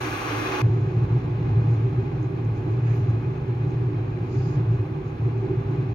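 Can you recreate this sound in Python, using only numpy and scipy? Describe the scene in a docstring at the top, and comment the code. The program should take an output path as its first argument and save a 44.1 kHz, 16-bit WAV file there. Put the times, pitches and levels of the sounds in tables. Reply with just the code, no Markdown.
"""Steam bubbles collapse on the hot base of an electric kettle: random impulses ring the modes of shell, water
and wooden counter, heard at the two ports of a phone held close above. One deep mode booms as a wavering sine.
Banded impulses make a fine fizz, swells of band noise make soft hisses, damped sines make ticks, and steady
noise is microphone hiss. After a moment the phone switches from a thin, bright colour to a full, dark one."""
import sys
import numpy as np
from scipy import signal
from scipy.fft import rfft, irfft, next_fast_len
from scipy.io import wavfile
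from scipy.ndimage import uniform_filter1d

SR = 44100
rng = np.random.default_rng(int(sys.argv[2]) if len(sys.argv) > 2 else 0)


def put_to_file(sound):
    """Save the sound as 16-bit audio at rate SR, in the file named by the first command-line argument."""
    columns = np.atleast_2d(sound).T  # one column per channel
    safe = np.clip(columns, -1, 1)
    whole_steps = np.round(safe * 32767)
    wavfile.write(sys.argv[1], SR, whole_steps.astype(np.int16))


N = 261954
TIME_S = np.arange(N) / SR
SIZE = next_fast_len(N + SR // 2)  # padded FFT length
HZ = np.maximum(np.arange(SIZE // 2 + 1) * SR / SIZE, 1)


def undb(db):
    """Gain of a level in dB."""
    return 10 ** (np.asarray(db) / 20)


def level(x, db):
    """Scale to an rms level, taken over all channels together."""
    return x * undb(db) / np.sqrt(np.mean(x ** 2))


def along(hz, values):
    """Points joined on a log-frequency axis."""
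    return np.interp(np.log(HZ), np.log(hz), values)


def over_time(table):
    """Points of a two-column table joined in time."""
    return np.interp(TIME_S, *np.transpose(table))


def colour(x, gain):
    """Weight the spectrum."""
    return irfft(rfft(x, SIZE) * gain, SIZE)[..., :N]


def sides(pan_db):
    """Left and right gains from left minus right in dB."""
    return undb(np.array([pan_db, -pan_db]) / 2)


def swell(middle_s, length_s, edge):
    """Bell in time; a higher edge exponent gives a flatter top and steeper flanks."""
    return np.exp(-np.abs(2 * (TIME_S - middle_s) / length_s) ** edge)


def walk(rate_hz):
    """Random levels held 1 / rate_hz and smoothed twice; unit spread."""
    hold = max(int(SR / rate_hz), 1)
    steps = rng.standard_normal(N)[np.arange(N) // hold]
    smooth = uniform_filter1d(uniform_filter1d(steps, hold), hold)
    return smooth / smooth.std()


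def collapses(rate_hz, scatter_db):
    """Two unrelated swarms of bubble implosions at random instants, a few much stronger than the rest."""
    when, sign, size = rng.random((3, 2, N))
    strength = undb(-scatter_db * np.log(1 - size))
    return (when < rate_hz / SR) * np.sign(sign - .5) * strength


# microphone hiss spectrum: (frequency [Hz], relative level [dB], left minus right [dB])
HISS_SPECTRUM = [(5000, -10.5, 1.5), (8060, -6, -2), (9500, -3, 11.5), (10000, -3.5, 8), (11300, -1.5, 3.5),
                 (11900, -3.5, 0.5), (13500, -3, 1.5), (15700, -5, 0)]
HISS_RMS_DB = -76


def hiss():
    """Microphone noise: each port has its own smooth noise."""
    hz, db, pan_db = np.transpose(HISS_SPECTRUM)
    noise = rng.standard_normal((2, N)) * undb(.7 * walk(13))
    return level(colour(noise, undb(along(hz, db)) * sides(along(hz, pan_db))), HISS_RMS_DB)


# ticks of the warming shell: (time [s], starting level [dB], left minus right [dB])
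SHELL_TICKS = [(2.2294, -52, -8), (2.4509, -58, -11), (3.1022, -58, -10), (3.3763, -61, 1),
               (3.4814, -62, 8), (3.707, -58, -3.0), (5.0804, -59, -1.5), (5.3792, -57, -6)]
TICK_HZ, TICK_T60_S, TICK_SAMPLES = 6400, .012, 2048


def ticks():
    """Each tick of the warming shell is a short, exponentially damped sine."""
    out = np.zeros((2, N + TICK_SAMPLES))
    t = np.arange(TICK_SAMPLES) / SR
    ring = undb(-60 * t / TICK_T60_S) * np.sin(2 * np.pi * TICK_HZ * t)
    for s, db, pan_db in SHELL_TICKS:
        start = int(s * SR)
        out[:, start:start + TICK_SAMPLES] += undb(db) * sides(pan_db)[:, None] * ring
    return out[:, :N]


# brief soft hisses, mostly on the right: (middle [s], length [s], centre [Hz], width [Hz],
# noise level before swell [dB], left minus right [dB])
SOFT_HISSES = [(2.9, 0.094, 1770, 1800, -50, -14), (2.964, .11, 12350, 4600, -75, -13),
               (4.439, .29, 4900, 900, -66.5, -13), (4.46, 0.27, 13600, 3200, -84, -8.5)]
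PUFF_EDGE = 2.2


def puffs():
    """Each hiss is a soft, ragged swell of noise in one band."""
    out = 0
    for s, length_s, hz, width_hz, db, pan_db in SOFT_HISSES:
        band = 1 / (1 + (2 * (HZ - hz) / width_hz) ** 4)
        air = level(colour(rng.standard_normal((2, N)), band), db)
        ragged = undb(1.7 * walk(60)) * swell(s, length_s, PUFF_EDGE)
        out = out + air * ragged * sides(pan_db)[:, None]
    return out


# fizz spectrum: (frequency [Hz], relative level [dB])
FIZZ_SPECTRUM = [(3000, -23.5), (4200, -6.5), (4900, -3.5), (5600, -9), (6600, -2), (7100, -8),
                 (7800, -27.5), (9000, -39)]
# flurries of fizz: (middle [s], length [s], level [dB])
FIZZ_FLURRIES = [(.8, 0.44, -75), (1.73, .12, -71), (2.24, 0.065, -74), (2.577, 0.067, -69.5),
                 (2.73, .07, -71), (2.933, 0.19, -64), (3.1, 0.044, -67), (3.706, 0.061, -71),
                 (4.36, .14, -62), (4.5, .13, -60.5), (4.734, 0.094, -69), (5.083, .07, -70),
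                 (5.39, .07, -74.5), (5.726, .1, -72.5)]
FIZZ_START_DB, FIZZ_FADE_DB_PER_S = -74.5, 3.5  # between flurries
FLURRY_EDGE, FIZZ_PAN_DB = 2.4, -5


def fizz():
    """The smallest bubbles fizz thinly and thin out as the water warms; short flurries of fizz rise above them."""
    spray = level(colour(collapses(12000, 1.5), undb(along(*np.transpose(FIZZ_SPECTRUM)))), 0)
    gain = undb(FIZZ_START_DB - FIZZ_FADE_DB_PER_S * TIME_S + 1.6 * walk(12))
    for s, length_s, db in FIZZ_FLURRIES:
        gain = gain + undb(db) * swell(s, length_s, FLURRY_EDGE)
    return spray * gain * undb(1.1 * walk(30)) * sides(FIZZ_PAN_DB)[:, None]


# deep mode of base and counter, long surges that collapse suddenly: (time [s], level [dB])
BOOM_LEVEL = [(0, -20.5), (.2, -28), (.3, -19), (.58, -27), (.7, -20), (.8, -30.5), (1.151, -20.5),
              (1.21, -32), (1.57, -20.5), (2.0, -22.5), (2.06, -42.5), (2.3, -27), (2.88, -21), (3.14, -22),
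              (3.21, -34), (3.95, -24), (4.3, -33), (4.39, -17), (4.49, -33), (4.58, -20.5), (4.8, -21),
              (5.16, -47), (5.211, -18), (5.4, -30), (5.94, -24.5)]
BOOM_HZ, BOOM_WANDER_HZ, BOOM_STRAY_HZ_PER_DB, BOOM_JITTER_HZ = 115.77, 1.53, 0.15, 4.07
BOOM_FLUTTER, BOOM_CEILING = 0.83, 1.2  # random part of the push; size at which the push flattens out


def boom():
    """The swarm pushes the deep mode in and out of step, so it swells and wavers; weaker strays more."""
    db = over_time(BOOM_LEVEL)
    stray_hz = BOOM_WANDER_HZ + BOOM_STRAY_HZ_PER_DB * (db.max() - db)
    mode_hz = BOOM_HZ + stray_hz * walk(9) + BOOM_JITTER_HZ * walk(70)
    phase = 2 * np.pi * np.cumsum(mode_hz) / SR
    push = 1 + BOOM_FLUTTER * (walk(28) + 1j * walk(28))
    push = push / np.hypot(1, np.abs(push) / BOOM_CEILING)
    to_unit_rms = np.sqrt(2 / np.mean(np.abs(push) ** 2))
    return to_unit_rms * undb(db) * np.imag(push * np.exp(1j * phase))


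# modes of shell, water and counter: (frequency [Hz], width [Hz], relative level [dB],
# left minus right [dB], unlikeness of ports [rad], right leads by [rad])
BODY_MODES = [(48.7, 35, -16.5, 0, 1.4, -0.7), (65.6, 38, -20.5, -1, .7, 0.3),
              (117.2, 36.7, -5.5, -2, .1, 0.1), (144.5, 37.4, -8, -1, .21, 0.23),
              (249.4, 40, -21, -4, 0.2, 0.46), (303.4, 24, -16.5, -3.5, 0.17, 0.04),
              (322, 18, -17.5, -6, 0.93, 1.5), (361.8, 29, -15.5, -2.5, 0.23, 0),
              (388.2, 32.7, -15, -3.5, 0.23, 0.5), (472.6, 93, -28.5, -5.5, .64, -0.3),
              (604, 94, -36, -2.5, 1.1, -0.9), (695, 75, -35, 0.5, 0.4, -1.5), (782, 63, -35, 0, 0.84, 0),
              (837, 95, -29.5, -5, 1.16, 2.1), (1045, 96, -34.5, -1.5, 1.18, -3),
              (1154, 75, -36.5, -7, 1.45, -2), (1257, 70, -39, -8, .95, -2.5),
              (1390, 35, -47.5, 3, 1.5, -2.15), (1480, 68, -45.5, 5.5, 1.1, -1),
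              (1668, 160, -42.5, -3, 0.85, -1.34), (1978, 140, -46, 6, 1, -2.5),
              (2138, 140, -46, 8.5, 0.85, -1.5), (2332, 90, -46, 10, 1.4, 1), (2495, 95, -41, 5.5, 1, 1.1),
              (2750, 370, -49.5, 0.5, 1.37, -2), (3168, 66, -50, 6, 1.37, -3.5),
              (3497, 110, -53.5, 5, 1.37, -0.6), (4030, 170, -53, -2, 0.75, 2),
              (4350, 80, -62.5, -2, 0.91, -0.8), (4820, 150, -65, -1, 0.68, -1.5)]
# floor between the modes: (frequency [Hz], relative level [dB], left minus right [dB])
MODE_FLOOR = [(20, -60.5, -3), (40, -35, 0.5), (202, -31.5, 3), (600, -39.5, -2), (1210, -40.5, -1.5),
              (2380, -50, 7), (2670, -52.5, 5.5), (3300, -56.5, 2), (4470, -61, 0.5), (5500, -65, 1),
              (6700, -66, -1.5), (7700, -90, -2.5)]
# swarm strength as the water warms: (time [s], level [dB])
SWARM_HEAT = [(0, -3), (.6, 0.5), (1.2, 0.04), (2, -1), (2.6, -1), (3.3, -1), (4.2, -1.5), (5, -2),
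              (5.94, -1)]
# hollow band of the air above the water: (time [s], level [dB])
HOLLOW_LEVEL = [(0, -32.5), (.7, -33), (1.17, -34), (1.3, -35), (4.6, -33.5), (5.15, -36), (5.3, -32.5),
                (5.52, -29), (5.6, -36), (5.94, -33.5)]
BODY_AND_HOLLOW_RMS_DB = -28.5  # full body and its hollow band, averaged together
HOLLOW_HZ, HOLLOW_WIDTH_HZ, HOLLOW_SURGE_DB = 350, 170, 1
PORTS_HZ = 250  # below this the ports feel nearly the same pressure


def body_power():
    """Power response at each port: every mode a steep-skirted resonance, plus the floor between."""
    hz, width_hz, db, pan_db, _, _ = np.transpose(BODY_MODES)
    gain = undb(db) * sides(pan_db * np.minimum(hz / PORTS_HZ, 1) ** 4)
    floor_hz, floor_db, floor_pan_db = np.transpose(MODE_FLOOR)
    power = (undb(along(floor_hz, floor_db)) * sides(along(floor_hz, floor_pan_db))) ** 2
    for k in range(len(hz)):
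        # squared resonance keeps the valleys dark
        power = power + gain[:, k, None] ** 2 / (1 + (2 * (HZ - hz[k]) / width_hz[k]) ** 2) ** 2
    return power


def swarm_at_ports():
    """Swarm spectrum at both ports; the right mixes in a second swarm and a phase lead, by frequency."""
    heat_db = over_time(SWARM_HEAT) + 0.4 * walk(4.94) + .5 * walk(40)
    one, other = rfft(collapses(14000, 0.66) * undb(heat_db), SIZE)
    hz, _, _, _, unlike, lead = np.transpose(BODY_MODES)
    apart = np.minimum(HZ / PORTS_HZ, 1) ** 3
    unlike, lead = apart * along(hz, unlike), apart * along(hz, lead)
    right = np.cos(unlike) * np.exp(1j * lead) * one + np.sin(unlike) * other
    return np.array([one, right])


def rumble():
    """The swarm rings every mode; the hollow band is taken out and returned at its own moving level."""
    ringing = swarm_at_ports() * np.sqrt(body_power())
    band = 1 / (1 + (2 * (HZ - HOLLOW_HZ) / HOLLOW_WIDTH_HZ) ** 8)
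    pair = irfft(np.array([ringing, ringing * band]), SIZE)[..., :N]
    body, hollow = level(pair, BODY_AND_HOLLOW_RMS_DB)
    hollow_db = over_time(HOLLOW_LEVEL) + HOLLOW_SURGE_DB * walk(8)
    return body - hollow + level(hollow, 0) * undb(hollow_db)


def scene():
    """Kettle and microphone noise at the two ports."""
    return hiss() + ticks() + puffs() + fizz() + boom() + rumble()


# thin first colour relative to the later one: (frequency [Hz], gain [dB], left minus right [dB])
THIN_COLOUR = [(30, -8, -11), (60, -6, 3), (118, -14.5, -1), (190, -11.5, 1.5), (293, 6, 0),
               (366, -0.5, -0.5), (504, 7, 2.5), (917, 9.5, -4), (1130, 16.5, 6.5), (1860, 16, -1.5),
               (3680, 18, 0.5), (5600, 19, 1), (5800, 27, 1), (6100, 20.5, -1), (6900, 19, 7),
               (7850, 24.5, 1.5), (15000, 23, 0)]
SWITCH_S, SWITCH_RAMP_S = .619, 0.0046
EDGE_S, LOW_CUT_HZ, TOP_HZ = .012, 46, 15750


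def record(dry):
    """Thin colour stops dead, the full one starts low and ramps up; lows and top are cut, ends faded."""
    edge = np.clip(np.minimum(TIME_S, TIME_S[::-1]) / EDGE_S, 0, 1)
    dry = dry * np.sin(np.pi / 2 * edge) ** 2
    hz, db, pan_db = np.transpose(THIN_COLOUR)
    thin = colour(dry, undb(along(hz, db)) * sides(along(hz, pan_db)))
    full = dry * np.clip((TIME_S - SWITCH_S) / SWITCH_RAMP_S, .2, 1)
    both = np.where(TIME_S < SWITCH_S, thin, full)
    both = signal.sosfilt(signal.butter(3, LOW_CUT_HZ, "high", fs=SR, output="sos"), both)
    return signal.sosfilt(signal.ellip(10, .2, 60, TOP_HZ, fs=SR, output="sos"), both)


dry = scene()
out = record(dry)
put_to_file(out)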